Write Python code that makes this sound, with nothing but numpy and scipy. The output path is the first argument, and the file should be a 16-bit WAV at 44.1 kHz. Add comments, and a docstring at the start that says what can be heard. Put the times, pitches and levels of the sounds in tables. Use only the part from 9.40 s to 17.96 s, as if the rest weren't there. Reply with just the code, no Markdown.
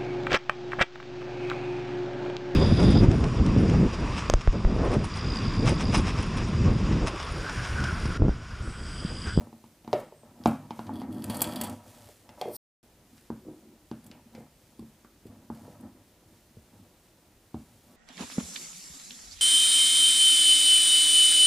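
"""Soldering iron and small lamp handled on a hollow table

Knocks and soft bumps ring modes of the table top and the plastic parts; some, mostly after the mute, add a
sinking thump. The iron clinks and rattles on its coiled wire stand, things drag over the table by stick-slip.
The hot tip sizzles (filtered noise), a thin squeak passes (gliding sine), an edit mutes the sound for a moment.
A small room answers knocks, bumps and clinks, close to one microphone; steady hiss lies under all.
"""
import sys
import numpy as np
from scipy import signal
from scipy.fft import rfft, irfft
from scipy.io import wavfile
from scipy.ndimage import uniform_filter1d

SR = 44100
rng = np.random.default_rng(int(sys.argv[2]) if len(sys.argv) > 2 else 0)


def unload_audio(sound):
    """Save the sound as a 16-bit wav file, at the path given as the first command line argument."""
    columns = np.transpose(np.atleast_2d(sound))
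    # keep every value between -1 and 1, then stretch to whole-number steps
    steps = np.round(np.clip(columns, -1, 1) * 32767)
    wavfile.write(sys.argv[1], SR, steps.astype(np.int16))


def voltage_ratio(level):
    """Linear amplitude factor for a level in decibels (scalar or array-like)."""
    return 10 ** (np.asarray(level, float) / 20)


N = 377496
T = np.arange(N) / SR
T_COARSE = T[::64]
MUTE_S = (3.1665, 3.4295)  # start, end
UNEVEN_DB = 3  # no two blows excite the modes alike

# modes of the table top: f/Hz, relative level/dB, nominal t60/s
TABLE = [(103.4, 14, 0.25), (151, -1, 0.99), (203, -5, 0.12), (232, 5.5, 0.11), (257, 3.5, 0.095),
         (303.6, 3, 0.1), (365.3, -7.5, 0.57)]
# modes of the plastic parts: f/Hz, relative level/dB, nominal t60/s
PART = [(511, -7.5, 0.1), (600, 0.5, 0.055), (709.7, -3.5, 0.044), (735, 1, 0.029), (824.6, -3, 0.062),
        (870, 0, 0.04), (954, -2.5, 0.057), (1139, -14.5, 0.1), (1303, 0, 0.022), (1556, 0, 0.013),
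        (1805, -1, 0.015)]


def unit(x):
    """Scale to rms 1."""
    return x / np.sqrt(np.mean(x ** 2))


def peak(x):
    """Scale to peak 1."""
    return x / abs(x).max()


def band(x, lo_hz, hi_hz):
    """Butterworth band-pass."""
    return signal.sosfilt(signal.butter(2, [lo_hz, min(hi_hz, .45 * SR)], "band", fs=SR, output="sos"), x)


def add(out, s, x):
    """Mix x in at time s."""
    i = int(s * SR)
    out[i:i + len(x)] += x[:N - i]


def ring(modes, t, near_hz=None, octaves=1, scatter_db=0, shorten=1, detune=0):
    """Answer of a body to one blow: decaying sines; modes near the struck spot sound strongest."""
    hz, db, t60 = np.transpose(modes)[:, :, None]
    chance = rng.standard_normal((2, len(modes), 1))
    if near_hz:
        db = db - 6 * (np.log2(hz / near_hz) / octaves) ** 2
    gain = voltage_ratio(db + scatter_db * chance[0] - 60 * t / (t60 * shorten))
    tones = np.sin(2 * np.pi * hz * (1 + detune * chance[1]) * t)
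    return np.sum(gain * tones, axis=0)


def grit(rate_hz, spread_db):
    """Stick-slip: random small jolts of very uneven size."""
    jolts = rng.random(N) < rate_hz / SR
    return jolts * voltage_ratio(spread_db * rng.exponential(size=N)) * rng.standard_normal(N)


def strokes(rows, column, rise_s, fall_s):
    """Gain of each stroke: swells, holds for its length, dies away; rise and fall are times per 10 dB."""
    rows = np.array(rows)
    s, length_s, db = rows[:, [0, 1, column]].T[:, :, None]
    early_s = np.maximum(s - T_COARSE, 0)
    late_s = np.maximum(T_COARSE - s - length_s, 0)
    return voltage_ratio(db - 10 * early_s / rise_s - 10 * late_s / fall_s)


def total(gains):
    """Gain of the strokes summed in power, at every sample."""
    return np.interp(T, T_COARSE, np.sqrt(np.sum(gains ** 2, axis=0)))


def blow(table_db, table_hz, part_db, part_hz, contact_s, damping):
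    """Table and part ring together, first cycles strongest; damping shortens the ring."""
    t = T[:int(.3 * SR)]
    table = ring(TABLE, t, table_hz, octaves=0.51, scatter_db=UNEVEN_DB, shorten=1 / damping)
    table = table * (0.26 + np.exp(-t / 0.013))
    part = ring(PART, t, part_hz, octaves=0.31, scatter_db=UNEVEN_DB, shorten=1 / damping, detune=0.026)
    part = part * (.5 + np.exp(-t / 0.011))
    # a softer contact spreads the push in time
    swell = 1 - np.exp(-(t / contact_s) ** 2)
    # the surface first moves away from the microphone
    return -(voltage_ratio(table_db) * peak(table * swell) + voltage_ratio(part_db) * peak(part * swell))


def knocks():
    """Hard blows: brief contact, body ring and a short bright tick of noise."""
    # t/s, table level/dB, part level/dB, part size as f/Hz, tick level/dB
    hits = [(0.009, -35, -39.5, 511, -45.5), (0.128, -37, -39, 720, -54), (0.24, -40.5, -42.5, 825, -54),
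            (0.447, -42, -44, 576, -46.5), (0.477, -28.5, -30.5, 794, -43), (0.53, -24, -11.5, 600, -19.5),
            (1.038, -55, -48, 659, -38.5), (1.058, -8, -6, 755, -24), (1.307, -28, -26, 940, -37.5),
            (1.392, -27.5, -25, 944, -37.5), (1.468, -51, -49, 557, -42.5), (1.493, -37, -26.5, 900, -65),
            (1.617, -31, -29.5, 845, -42), (1.898, -24.5, -31, 780, -38), (2.016, -24, -23, 953, -56),
            (2.211, -27, -31, 780, -49), (2.891, -46.5, -39.5, 716, -44), (3.013, -52.5, -24, 530, -25.5),
            (3.78, -55, -66, 931, -47), (3.902, -21.5, -29, 940, -50), (4.514, -23.5, -31, 656, -39.5),
            (4.714, -49, -48, 560, -39), (4.95, -35.5, -45, 460, -40), (5.647, -45.5, -45.5, 1310, -58),
            (6.101, -24.5, -27.5, 650, -66), (8.144, -23.5, -29.5, 620, -50)]
    # before and after the mute; a hand rests on the table
    spot_hz, damping = (240, 280), (0.79, 1.35)
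    out = np.zeros(N)
    t = T[:int(.06 * SR)]
    for s, table_db, part_db, part_hz, tick_db in hits:
        late = int(s > MUTE_S[0])
        body = blow(table_db, spot_hz[late], part_db, part_hz, contact_s=0.00062, damping=damping[late])
        add(out, s, body)
        crumbs = 0.23 * np.exp(-t / 0.0085) * rng.exponential(size=len(t))
        grains = rng.standard_normal(len(t)) * (np.exp(-t / 0.00067) + crumbs)
        crack = band(grains, 1300, 5500) + .13 * band(grains, 5500, 15000)
        add(out, s, voltage_ratio(tick_db) * peak(crack))
    return out


def bumps():
    """Soft bumps of hand and rocking parts: long contact, strong damping, no tick."""
    # t/s, table level/dB, spot on the table as f/Hz, part level/dB, part size as f/Hz
    soft_hits = [(0.07, -38.5, 250, -44.5, 764), (0.533, -21.5, 361, -16.5, 602),
                 (0.722, -49, 400, -39.5, 670), (0.833, -49, 251, -43.5, 670), (1.08, -22, 211, -46, 767),
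                 (2.688, -56, 437, -42, 646), (3.019, -37, 405, -25, 660), (3.055, -32.5, 428, -26.5, 610),
                 (3.078, -34.5, 437, -27, 513), (3.095, -43.5, 410, -34.5, 567),
                 (4.049, -57, 312, -47, 500), (4.083, -41, 326, -41, 530), (4.977, -44, 217, -42.5, 450),
                 (5.003, -46, 225, -44, 595), (5.392, -32.5, 215, -50.5, 1010),
                 (5.424, -37.5, 270, -53, 700), (5.853, -37.5, 373, -50, 450),
                 (6.278, -43, 245, -42.5, 585), (7.168, -44, 258, -51, 527)]
    out = np.zeros(N)
    for s, *body in soft_hits:
        add(out, s, blow(*body, contact_s=0.0041, damping=3.2))
    return out


def thumps():
    """The whole table gives way under some blows and bumps: a low swing or two that sinks in pitch."""
    # t/s, peak level/dB
    low_swings = [(1.058, -29.5), (3.902, -41), (4.513, -48), (4.95, -53), (5.392, -45), (5.854, -47),
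                  (6.101, -40.5), (6.861, -53), (7.169, -43), (7.411, -50), (8.143, -35)]
    start_hz, sag_hz, decay_s = 161, 68, .025
    out = np.zeros(N)
    t = T[:int(.15 * SR)]
    hz = sag_hz + (start_hz - sag_hz) * np.exp(-t / 0.012)
    swing = np.sin(2 * np.pi * np.cumsum(hz) / SR) * np.exp(-t / decay_s)
    for s, db in low_swings:
        add(out, s, -voltage_ratio(db) * peak(swing))
    return out


def wire(contact, scrape, shorten):
    """High and low ring of the coil under a given contact; part of the high sound is plain scrape."""
    # high modes of the coil: f/Hz, relative level/dB, nominal t60/s
    high_modes = [(6370, -19.5, 0.063), (7890, -9, 0.14), (8900, 1.5, 0.03), (9550, 0, 0.026),
                  (10300, -3, 0.027), (11430, 0, 0.038), (11060, 5.5, 0.014), (12500, -17, 0.028),
                  (12450, -8, 0.026), (13540, -13, .05), (14140, -4, 0.016)]
    # low modes of the coil: f/Hz, relative level/dB, nominal t60/s
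    low_modes = [(3375, -2.5, 0.057), (3790, -14, .015), (3900, 5, 0.0053), (4415, 3, 0.022),
                 (4630, -7, 0.033)]
    t = T[:int(.08 * SR)]

    def excite(modes):
        """Drive the modes with the contact noise."""
        answer = ring(modes, t, scatter_db=UNEVEN_DB, shorten=shorten)
        return unit(signal.fftconvolve(contact, answer)[:len(contact)])

    high = excite(high_modes) + scrape * unit(band(contact, 6800, 14600))
    return unit(high), excite(low_modes)


def clinks():
    """Iron strikes the coil, later its tip ticks on the lamp: a sharp contact scrapes on for a few ms."""
    # t/s, high peak level/dB, low ring peak level/dB, scrape decay/s (floored at 1 ms)
    strikes = [(0.6, -42.5, -56, .005), (1.071, -34.5, -41, 0.012), (1.822, -42, -38, .0035),
               (1.8416, -28, -32.5, 0.0027), (1.8983, -30.5, -31, 0.01), (1.944, -32, -35.5, 0.015),
               (1.969, -25.5, -57, .004), (1.991, -38, -43, .0045), (2.0178, -12, -23.5, 0.0063),
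               (2.042, -26, -29, 0.0029), (2.123, -38, -34, 0.0039), (2.159, -29, -30.5, 0.006),
               (2.2124, -20.5, -27, 0.0048), (2.236, -25.5, -40, 0.011), (2.272, -36, -43, .003),
               (2.297, -34, -41, .003), (3.0144, -30.5, -27.5, 0.0007), (4.642, -49, -59, .005),
               (4.665, -44, -53, 0.006), (5.394, -47.5, -49, .002), (5.8666, -50.5, -56, 0.0061),
               (6.148, -53, -55.5, 0.0065), (6.408, -51, -70, .005)]
    out = np.zeros(N)
    t = T[:int(.06 * SR)]
    for s, high_db, low_db, decay_s in strikes:
        contact = rng.standard_normal(len(t)) * np.exp(-t / max(decay_s, .001))
        high, low = wire(contact, scrape=1.1, shorten=.4)
        add(out, s, voltage_ratio(high_db) * peak(high) + voltage_ratio(low_db) * peak(low))
    return out


def rattle():
    """The iron slides along the coil: small quick contacts on the wire."""
    # t/s, length/s, high level/dB, low ring level/dB
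    slides = [(1.54, 0.069, -63.5, -60), (1.72, .1, -64, -65), (1.91, 0.046, -52, -53.5),
              (2.0, 0.11, -52, -51.5), (2.17, 0.019, -55.5, -52), (2.22, 0.032, -58.5, -48)]
    rise_s, fall_s = 0.013, 0.033
    high, low = wire(grit(2000, spread_db=2.5), scrape=.8, shorten=.4)
    high = high * total(strokes(slides, 2, rise_s, fall_s))
    low = low * total(strokes(slides, 3, rise_s, fall_s))
    return high + low


def fidget(db):
    """Restless hands between strokes: gain that wanders a few times a second about a low level."""
    wander_db = 3.5
    steps = rng.standard_normal(60)
    return voltage_ratio(db + wander_db * np.interp(T, np.linspace(0, T[-1], len(steps)), steps))


def dragging():
    """Dense stick-slip jolts excite table and parts; skin, sleeve and cable add a smooth swish."""
    # things dragged: t/s, length/s, table level/dB, spot on the table as f/Hz, part level/dB
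    drags = [(0.0, 0.028, -47, 191, -53.5), (0.58, 0.029, -46, 257, -47), (0.86, 0.062, -56.5, 218, -62),
             (1.0, 0.26, -48, 222, -58), (1.3, .15, -52, 222, -62), (1.5, 0.39, -37.5, 246, -51),
             (1.9, 0.39, -36.5, 235, -42.5), (2.4, 0.27, -56, 192, -61), (2.9, 0.03, -56, 193, -58.5),
             (3.03, 0.1, -53, 383, -52.5), (3.6, 0.24, -64, 233, -75), (4.08, 0.041, -44, 355, -63),
             (4.17, 0.16, -54, 338, -70.5), (4.66, 0.013, -53, 240, -64), (4.73, 0.039, -54, 240, -60),
             (4.87, 0.024, -56, 238, -85), (4.98, 0.029, -54, 240, -57.5), (5.23, 0.18, -67, 224, -82),
             (5.9, 0.12, -52.5, 218, -63.5), (6.17, 0.17, -52, 216, -59), (6.42, 0.044, -45, 232, -56.5),
             (6.56, 0.04, -55.5, 229, -67), (6.9, 0.048, -59, 254, -72), (7.34, 0.12, -58, 222, -68),
             (8.29, 0.068, -61, 203, -72), (8.5, .06, -58, 232, -66)]
    # brushing: t/s, length/s, level/dB
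    brushes = [(0.0, 0.023, -66.5), (0.55, 0.041, -59), (1.08, 0.044, -58), (1.38, 0.031, -62.5),
               (1.86, 0.47, -58), (2.48, 0.22, -60), (3.0, 0.081, -63.5), (3.76, 0.26, -71.5),
               (4.5, 0.14, -77), (4.97, 0.024, -69), (6.15, 0.18, -66), (8.17, 0.42, -68)]
    rise_s, fall_s = 0.052, .06
    push = strokes(drags, 2, rise_s, fall_s)
    # the table is rubbed where the strongest stroke is
    spot_hz = np.interp(T, T_COARSE, np.array(drags)[push.argmax(0), 3])
    spot_hz = uniform_filter1d(spot_hz, size=1500)
    t = T[:SR // 3]
    soft = 1 - np.exp(-t / .004)  # rubbing pushes gently, without a click

    jolts = grit(700, spread_db=2.2)
    table, power = 0, 0
    for hz, db, t60 in TABLE:
        octaves = 0.9 if hz < 170 else 0.45
        gain = voltage_ratio(db - 6.95 * (np.log2(hz / spot_hz) / octaves) ** 2)
        answer = ring([(hz, 0, t60)], t, shorten=0.74) * soft
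        table = table + gain * unit(signal.fftconvolve(jolts, answer)[:N])
        power = power + gain ** 2
    table = table / np.sqrt(power)

    answer = ring(PART, T[:SR // 8], shorten=1.2) * soft[:SR // 8]
    part = unit(signal.fftconvolve(grit(1200, spread_db=2), answer)[:N])
    swish = unit(band(grit(6000, spread_db=1.4), 1100, 13000))

    table_gain = np.hypot(total(push), fidget(-69.5))
    part_gain = np.hypot(total(strokes(drags, 4, rise_s, fall_s)), fidget(-76.5))
    swish_gain = np.hypot(total(strokes(brushes, 2, rise_s, fall_s)), fidget(-73.5))
    return table_gain * table + part_gain * part + swish_gain * swish


def sizzle():
    """The hot tip meets flux: a rising hiss with a few broad peaks."""
    # envelope: t/s, level/dB
    envelope = [(3.075, -73), (3.161, -39), (3.168, -41)]
    # noise peaks: f/Hz, width/Hz, relative level/dB
    peaks = [(4970, 1240, -2.5), (9300, 1500, 2.5), (11200, 1000, 1), (13600, 1390, 6.5)]
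    noise = rng.standard_normal(N)
    x = sum(voltage_ratio(db) * band(noise, hz - width / 2, hz + width / 2) for hz, width, db in peaks)
    s, db = np.transpose(envelope)
    return unit(x) * voltage_ratio(np.interp(T, s, db)) * (T > s[0]) * (T < s[-1])


def squeak():
    """A thin whistle: one sine of wandering pitch and level."""
    # t/s, f/Hz, rms level/dB
    track = [(0.64, 8683, -81), (0.659, 8044, -78), (0.728, 8003, -81), (0.8, 8667, -69),
             (0.834, 8035, -72), (0.85, 8158, -69)]
    s, hz, db = np.transpose(track)
    gain = uniform_filter1d(np.interp(T, s, voltage_ratio(db), 0, 0), size=400)
    phase = 2 * np.pi * np.cumsum(np.interp(T, s, hz)) / SR
    return np.sqrt(2) * gain * np.sin(phase)


def room(x):
    """Dense reflections: decaying noise per band, the topmost band dying first."""
    # f/Hz, t60/s, relative level/dB
    bands = [(165, 0.28, -7.5), (600, 0.27, -14), (1840, 0.4, -7.5), (6260, 0.48, -18.5),
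             (12100, .12, -20.5)]
    t = T[:int(.4 * SR)]
    tail = 0
    for hz, t60, db in bands:
        noise = band(rng.standard_normal(len(t)), hz / 1.41, hz * 1.475)
        noise = noise * voltage_ratio(-60 * t / t60) * (1 - np.exp(-t / 0.0013))
        # level refers to the direct energy in a wider band
        direct = np.sum(band(signal.unit_impulse(len(t)), hz / 2.15, hz * 6.86) ** 2)
        tail = tail + voltage_ratio(db) * np.sqrt(direct / np.sum(noise ** 2)) * noise
    return x + signal.fftconvolve(x, tail)[:N]


def hiss():
    """Steady noise of room and microphone, shaped in the spectrum."""
    # f/Hz, relative density/dB
    spectrum = [(15, -38.5), (25, -10.5), (53, -1), (153, -6.5), (200, -7), (242, -19), (301, -5),
                (439, -11.5), (560, -12), (1100, -20.5), (1260, -20.5), (14800, -28), (16000, -28)]
    rms_db = -62
    hz, db = np.transpose(spectrum)
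    f = np.maximum(np.fft.rfftfreq(N, 1 / SR), 1)
    gain = voltage_ratio(np.interp(np.log(f), np.log(hz), db))
    return voltage_ratio(rms_db) * unit(irfft(rfft(rng.standard_normal(N)) * gain, N))


def scene():
    """One microphone, deaf to the deep bass of the handling, copied to both channels."""
    handling = room(knocks() + bumps() + clinks()) + dragging() + rattle()
    handling = signal.sosfilt(signal.butter(4, 75, "high", fs=SR, output="sos"), handling)
    mono = handling + thumps() + sizzle() + squeak() + hiss()
    return np.array([mono, mono])


def roll_off(x):
    """The treble ends steeply here."""
    return signal.sosfilt(signal.butter(12, 16640, fs=SR, output="sos"), x)


def record(dry):
    """Nearly mono: a very faint side signal is added; the edit mutes the sound, the top is cut."""
    smear = unit(rng.standard_normal(256)) / 16  # unit-energy filter
    side = voltage_ratio(-70) * band(rng.standard_normal(N), 800, 15500)
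    side = side + voltage_ratio(-42) * signal.fftconvolve(dry[0], smear)[:N]
    side = side + voltage_ratio(-65.5) * band(rng.standard_normal(N), 20, 110)
    audible = (T < MUTE_S[0]) | (T > MUTE_S[1])
    x = (dry + side * np.array([[1], [-1]])) * audible
    x = signal.sosfilt(signal.ellip(6, .2, 30, 15300, fs=SR, output="sos"), x)
    return roll_off(x)


dry = scene()
out = record(dry)
unload_audio(out)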